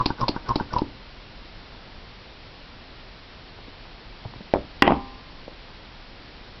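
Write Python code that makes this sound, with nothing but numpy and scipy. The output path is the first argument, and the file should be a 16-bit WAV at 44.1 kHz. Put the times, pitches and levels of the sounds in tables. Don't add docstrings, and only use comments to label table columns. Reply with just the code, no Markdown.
import sys
import numpy as np
from scipy import signal
from scipy.fft import rfft, irfft, next_fast_len
from scipy.io import wavfile
from scipy.ndimage import uniform_filter1d

SR = 44100
rng = np.random.default_rng(int(sys.argv[2]) if len(sys.argv) > 2 else 0)


def file_out(sig):
    cols = np.atleast_2d(sig).T
    lim = np.clip(cols, -1, 1)
    pcm = np.round(lim * 32767).astype(np.int16)
    wavfile.write(sys.argv[1], SR, pcm)


N = 291060

# first_pop_s, spacing_s, pop_count, level_db, first_pitch_hz
STROKES = [(-.0071, 0.0078, 4, -11, 1095), (0.2142, 0.0084, 4, -12.5, 1079), (.491, .0084, 4, -12, 1076),
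           (.737, 0.026, 3, -11.5, 1056)]
# inlet_opens_s, back_stop_s, level_db
RETURNS = [(0.1025, 0.105, -14), (0.3624, 0.363, -17), (0.5985, 0.609, -12.5)]
# frequency_hz, density_db
DESK_SPECTRUM = [(100, -20), (300, 8.5), (600, -0.5), (1000, 5), (1400, -33), (3000, -49.5)]
# frequency_hz, density_db
RATTLE_SPECTRUM = [(100, -4), (300, 4), (1000, -1), (1300, -6), (2000, -1.5), (3200, -5), (4200, -35.5),
                   (6000, -48)]


def amp(db):
    return 10 ** (np.asarray(db) / 20)


def unit_rms(x):
    return x / np.sqrt(np.mean(x ** 2) + 1e-20)


def curve_at(points, hz):
    frequencies, values = np.transpose(points)
    return np.interp(np.log(hz + 1), np.log(frequencies + 1), values)


def filtered(x, response):
    size = next_fast_len(len(x) + SR // 4)
    gain = response(np.fft.rfftfreq(size, 1 / SR))
    return irfft(rfft(x, size) * gain, size)[:len(x)]


def noise(spectrum, size):
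    return unit_rms(filtered(rng.standard_normal(size), lambda hz: amp(curve_at(spectrum, hz))))


def second():
    return np.arange(SR) / SR


def mode(hz, t60_s):
    t = second()
    return np.sin(2 * np.pi * hz * t) * amp(-60 * t / t60_s)


def struck(modes, scatter_db=1.5):
    return sum(amp(db + scatter_db * rng.standard_normal()) * mode(hz, t60) for hz, db, t60 in modes)


def cavity(hz, t60_s):
    return mode(hz, t60_s) * (1 - np.exp(-second() / (0.056 * t60_s)))


def pulse(width_s):
    u = second() / width_s
    return u * np.exp(1 - u)


def onset(rise_s):
    return 1 - np.exp(-(second() / rise_s) ** 2)


def until(end_s):
    return np.clip((end_s - second()) / .001 + 1, 0, 1)


def gaps(rows):
    return np.diff([row[0] for row in rows] + [N / SR])


def add(track, start_s, sound):
    start = round(start_s * SR)
    sound = sound[max(-start, 0):]
    part = track[max(start, 0):][:len(sound)]
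    part += sound[:len(part)]


def valve_pops(sag_hz_per_s=2900):
    pop_levels = [0, -2.5, 2, -6]
    pops = []
    for first_s, spacing_s, count, db, hz in STROKES:
        for k, relative_db in enumerate(pop_levels[-round(count):]):
            elapsed_s = k * spacing_s
            t60_s = 0.04 if k else 0.02
            pops.append((first_s + elapsed_s, db + relative_db, hz - sag_hz_per_s * elapsed_s, t60_s))
    return pops


def background():
    # frequency_hz, density_db
    floor_spectrum = [(5, -20.5), (25, 5.5), (42, -3), (75, -5), (124, -10), (180, -10), (270, -12),
                      (383, -14), (954, -16), (1230, -18), (4370, -20), (5400, -25.5), (7000, -35)]
    # pitch_hz, rms_db
    hum_tones = [(43.1, -55), (120, -62), (240, -69)]
    t = np.arange(N) / SR
    hum = sum(amp(db) * np.sqrt(2) * np.sin(2 * np.pi * hz * t) for hz, db in hum_tones)
    return amp(-44) * noise(floor_spectrum, N) + hum


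def seal_friction(rough_db=3, rise_s=0.011, fall_s=0.0093):
    # frequency_hz, density_db
    rub_spectrum = [(100, 2.5), (300, 3.5), (700, 0), (1050, 3.5), (1550, -9.5), (2000, -22.5),
                    (4000, -18.5)]
    t, power = np.arange(N) / SR, np.zeros(N)
    openings = [(s, db) for s, db, _, _ in valve_pops()] + [(s, db + 3) for s, _, db in RETURNS]
    for open_s, db in openings:
        power += amp(0.68 * db) ** 2 * np.exp(np.minimum((t - open_s) / rise_s, (open_s - t) / fall_s))
    roughness = unit_rms(uniform_filter1d(rng.standard_normal(N), size=130))
    rub = amp(rough_db * roughness) * noise(rub_spectrum, N)
    return amp(-25.5) * np.sqrt(power) * unit_rms(rub)


def check_valve():
    out, pops = np.zeros(N), valve_pops()
    puff = amp(-5) * pulse(width_s=0.00084) * onset(rise_s=0.00076)
    for (start_s, db, hz, t60_s), gap_s in zip(pops, gaps(pops)):
        chamber = amp(3) * cavity(hz, t60_s) * until(gap_s)
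        add(out, start_s, -amp(db) * (chamber + puff))
    squeak = amp(-20.5) * cavity(hz=1480, t60_s=0.06)
    reseat = amp(-18.5) * cavity(hz=1064, t60_s=0.054)
    for first_s, _, _, db, _ in STROKES:
        add(out, first_s - 0.031, amp(db) * squeak)
        add(out, first_s + 0.055, amp(db) * reseat)
    return out


def air_jets(leak_hz=5360, leak_s=0.0081, spit_hz=4440, width_hz=650, t60_s=0.0074):
    # start_s, level_db, length_s
    spits = [(0.058, -16.5, .0057), (0.2819, -21, 0.0086), (0.557, -26.5, 0.0066), (0.784, -31, 0.0055)]
    # frequency_hz, density_db
    skirt = [(200, -10), (900, 10), (1700, -20.5), (2500, -3.5), (6000, -32.5)]
    out, t = np.zeros(N), second()
    leaks = [(first_s - 0.005, db - 22, leak_s, leak_hz) for first_s, _, _, db, _ in STROKES]
    for start_s, db, length_s, peak_hz in leaks + [(*spit, spit_hz) for spit in spits]:
        colour = lambda hz: 1 / (1 + ((hz - peak_hz) / width_hz) ** 2) + amp(-3.5 + curve_at(skirt, hz))
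        jet = unit_rms(filtered(rng.standard_normal(SR), colour))
        envelope = amp(db - 60 * np.maximum(t - length_s, 0) / t60_s)
        add(out, start_s, envelope * jet)
    return out


def piston_knocks():
    # start_s, level_db
    end_stops = [(0.0601, -9.5), (0.293, -11), (0.559, -9.5), (0.8189, -9.5)]
    out = np.zeros(N)
    end_tone, back_tone = mode(hz=282, t60_s=0.028), mode(hz=235, t60_s=0.016)
    overtone = amp(-13) * mode(hz=840, t60_s=0.036)
    thump = amp(-10) * pulse(width_s=0.00053)
    shudder = amp(-15.5) * mode(hz=41.5, t60_s=0.048) + amp(-25.5) * mode(hz=140, t60_s=0.12)
    stops = [(s, db, end_tone) for s, db in end_stops] + [(s, db, back_tone) for _, s, db in RETURNS]
    for start_s, db, tone in stops:
        knock = (tone + overtone + thump + shudder) * onset(rise_s=0.00052)
        add(out, start_s, -amp(db) * knock)
    return out


def inlet_valve():
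    # pitch_hz, level_db, t60_s
    inlet_modes = [(926, 0, 0.027), (1442, -8.5, 0.03), (1540, -13, 0.059)]
    out = np.zeros(N)
    chirp = sum(amp(db) * cavity(hz, t60_s) for hz, db, t60_s in inlet_modes)
    for opens_s, _, db in RETURNS:
        add(out, opens_s, amp(db) * chirp)
    return out


def soft_bumps(decay_cycles=7.5):
    # start_s, level_db, pitch_hz
    touches = [(3.588, -31, 650), (3.682, -33.5, 253), (3.854, -29.5, 880), (4.2505, -25, 745),
               (4.256, -23.5, 114), (4.3372, -26.5, 970), (4.36, -31, 130), (4.407, -28.5, 205),
               (5.48, -22, 566)]
    out = np.zeros(N)
    for start_s, db, hz in touches:
        bump = mode(hz, decay_cycles / hz) * onset(rise_s=0.00054)
        desk_top = amp(-12 - 60 * second() / 0.038) * noise(DESK_SPECTRUM, SR)
        add(out, start_s, amp(db) * (bump + desk_top))
    return out


def desk_clacks(land_s, decay_cycles=5.4, rattle_t60_s=0.016, desk_t60_s=0.065):
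    # start_s, level_db, contact_pitch_hz, relative_rattle_db
    clacks = [(4.5379, 0.5, 600, -19.5), (4.549, -17, 762, -26), (4.559, -14, 526, -37.5),
              (4.569, -21, 495, -30), (4.8222, 4, 1075, 1), (4.8777, 3, 682, -16), (4.907, -5, 660, -18),
              (4.921, -4, 720, -20)]
    # pitch_hz, level_db, t60_s
    fitting_modes = [(1942, -4.5, 0.02), (1045, -5, 0.018)]
    # pitch_hz, level_db, t60_s
    desk_modes = [(64.7, 5, 0.66), (125.4, -11, 0.2), (241, -8, 0.2), (291.5, 9.5, 0.26), (528, 4, 0.08),
                  (637, -2, 0.17), (720, -5, 0.2)]
    # pitch_hz, level_db, t60_s
    body_modes = [(258, -7, 1.0), (377, -18, 1.0), (797, 0, .62), (953, -13, .8), (1039, -10, 1.5),
                  (1184, -16, 1.2)]
    out, t = np.zeros(N), second()
    thud = amp(-9) * mode(hz=384, t60_s=0.011) + amp(-14) * pulse(width_s=0.0004)
    fitting = sum(amp(db) * mode(hz, t60_s) for hz, db, t60_s in fitting_modes)
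    for (start_s, db, hz, rattle_db), gap_s in zip(clacks, gaps(clacks)):
        contact = (amp(5.5) * mode(hz, decay_cycles / hz) + thud) * onset(rise_s=0.00034)
        rattle = amp(-60 * t / rattle_t60_s) * noise(RATTLE_SPECTRUM, SR)
        loose_parts = amp(rattle_db) * (rattle + fitting)
        desk_ring = amp(-41.5) * struck(desk_modes)
        desk_top = amp(-22 - 60 * t / desk_t60_s) * noise(DESK_SPECTRUM, SR)
        desk = (desk_ring + desk_top) * onset(rise_s=0.0011)
        held_db = -8 if start_s < land_s else 0
        body = amp(-25 + held_db) * struck(body_modes) * until(gap_s)
        add(out, start_s, amp(db) * (contact + loose_parts + desk + body))
    return out


def tipping(tip_s, land_s, settle_s, contacts_per_s=1200):
    # frequency_hz, density_db
    rumble_spectrum = [(30, -20), (65, -2.5), (140, -7), (270, 3.5), (400, -7.5), (600, -10), (1000, -1),
                       (1400, -21), (3000, -56)]
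    t = np.arange(N) / SR

    def swell(end_s, rise_db_per_s, fall_db_per_s):
        db = -rise_db_per_s * np.maximum(land_s - t, 0) - fall_db_per_s * np.maximum(t - end_s, 0)
        return (t > tip_s) * amp(db)

    contacts = (rng.random(N) < contacts_per_s / SR) * rng.standard_normal(N)
    chatter = unit_rms(filtered(contacts, lambda hz: amp(curve_at(RATTLE_SPECTRUM, hz))))
    scraping = amp(-21) * swell(land_s, rise_db_per_s=498, fall_db_per_s=1496)
    rocking = amp(-25.5) * swell(settle_s, rise_db_per_s=377, fall_db_per_s=234)
    return (scraping + amp(-11.5) * rocking) * chatter + rocking * noise(rumble_spectrum, N)


def room(x, wet_db, build_s):
    # frequency_hz, t60_s
    decay_times = [(100, 0.44), (400, 0.24), (1000, 0.19), (3000, 0.16), (6000, 0.17)]
    hz, t, spectra = signal.stft(rng.standard_normal(SR // 2), SR, nperseg=256)
    decay = amp(-60 * t / curve_at(decay_times, hz)[:, None])
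    tail = signal.istft(spectra * decay, SR, nperseg=256)[1]
    tail *= onset(build_s)[:len(tail)]
    return x + amp(wet_db) * signal.fftconvolve(x, tail / np.linalg.norm(tail))[:N]


def scene():
    land_s = 4.875
    pumping = room(check_valve() + inlet_valve() + seal_friction(), wet_db=-14, build_s=0.0022)
    pumping += room(piston_knocks(), wet_db=-11, build_s=0.0014)
    pumping += room(air_jets(), wet_db=-10, build_s=0.0017)
    handling = desk_clacks(land_s) + tipping(tip_s=4.825, land_s=land_s, settle_s=4.93) + soft_bumps()
    return (pumping + room(handling, wet_db=-18, build_s=0.015) + background())[None]


def record(dry, knee=6, ceiling=0.71, band_hz=5575, clip_level=0.715, top_hz=16000):
    saturated = dry[0] / (1 + np.abs(dry[0] / ceiling) ** knee) ** (1 / knee)
    narrow = filtered(saturated, lambda hz: 1 / np.hypot(1, (hz / band_hz) ** 30))
    clipped = np.clip(narrow, -clip_level, clip_level)
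    return filtered(clipped, lambda hz: hz < top_hz)[None]


dry = scene()
out = record(dry)
file_out(out)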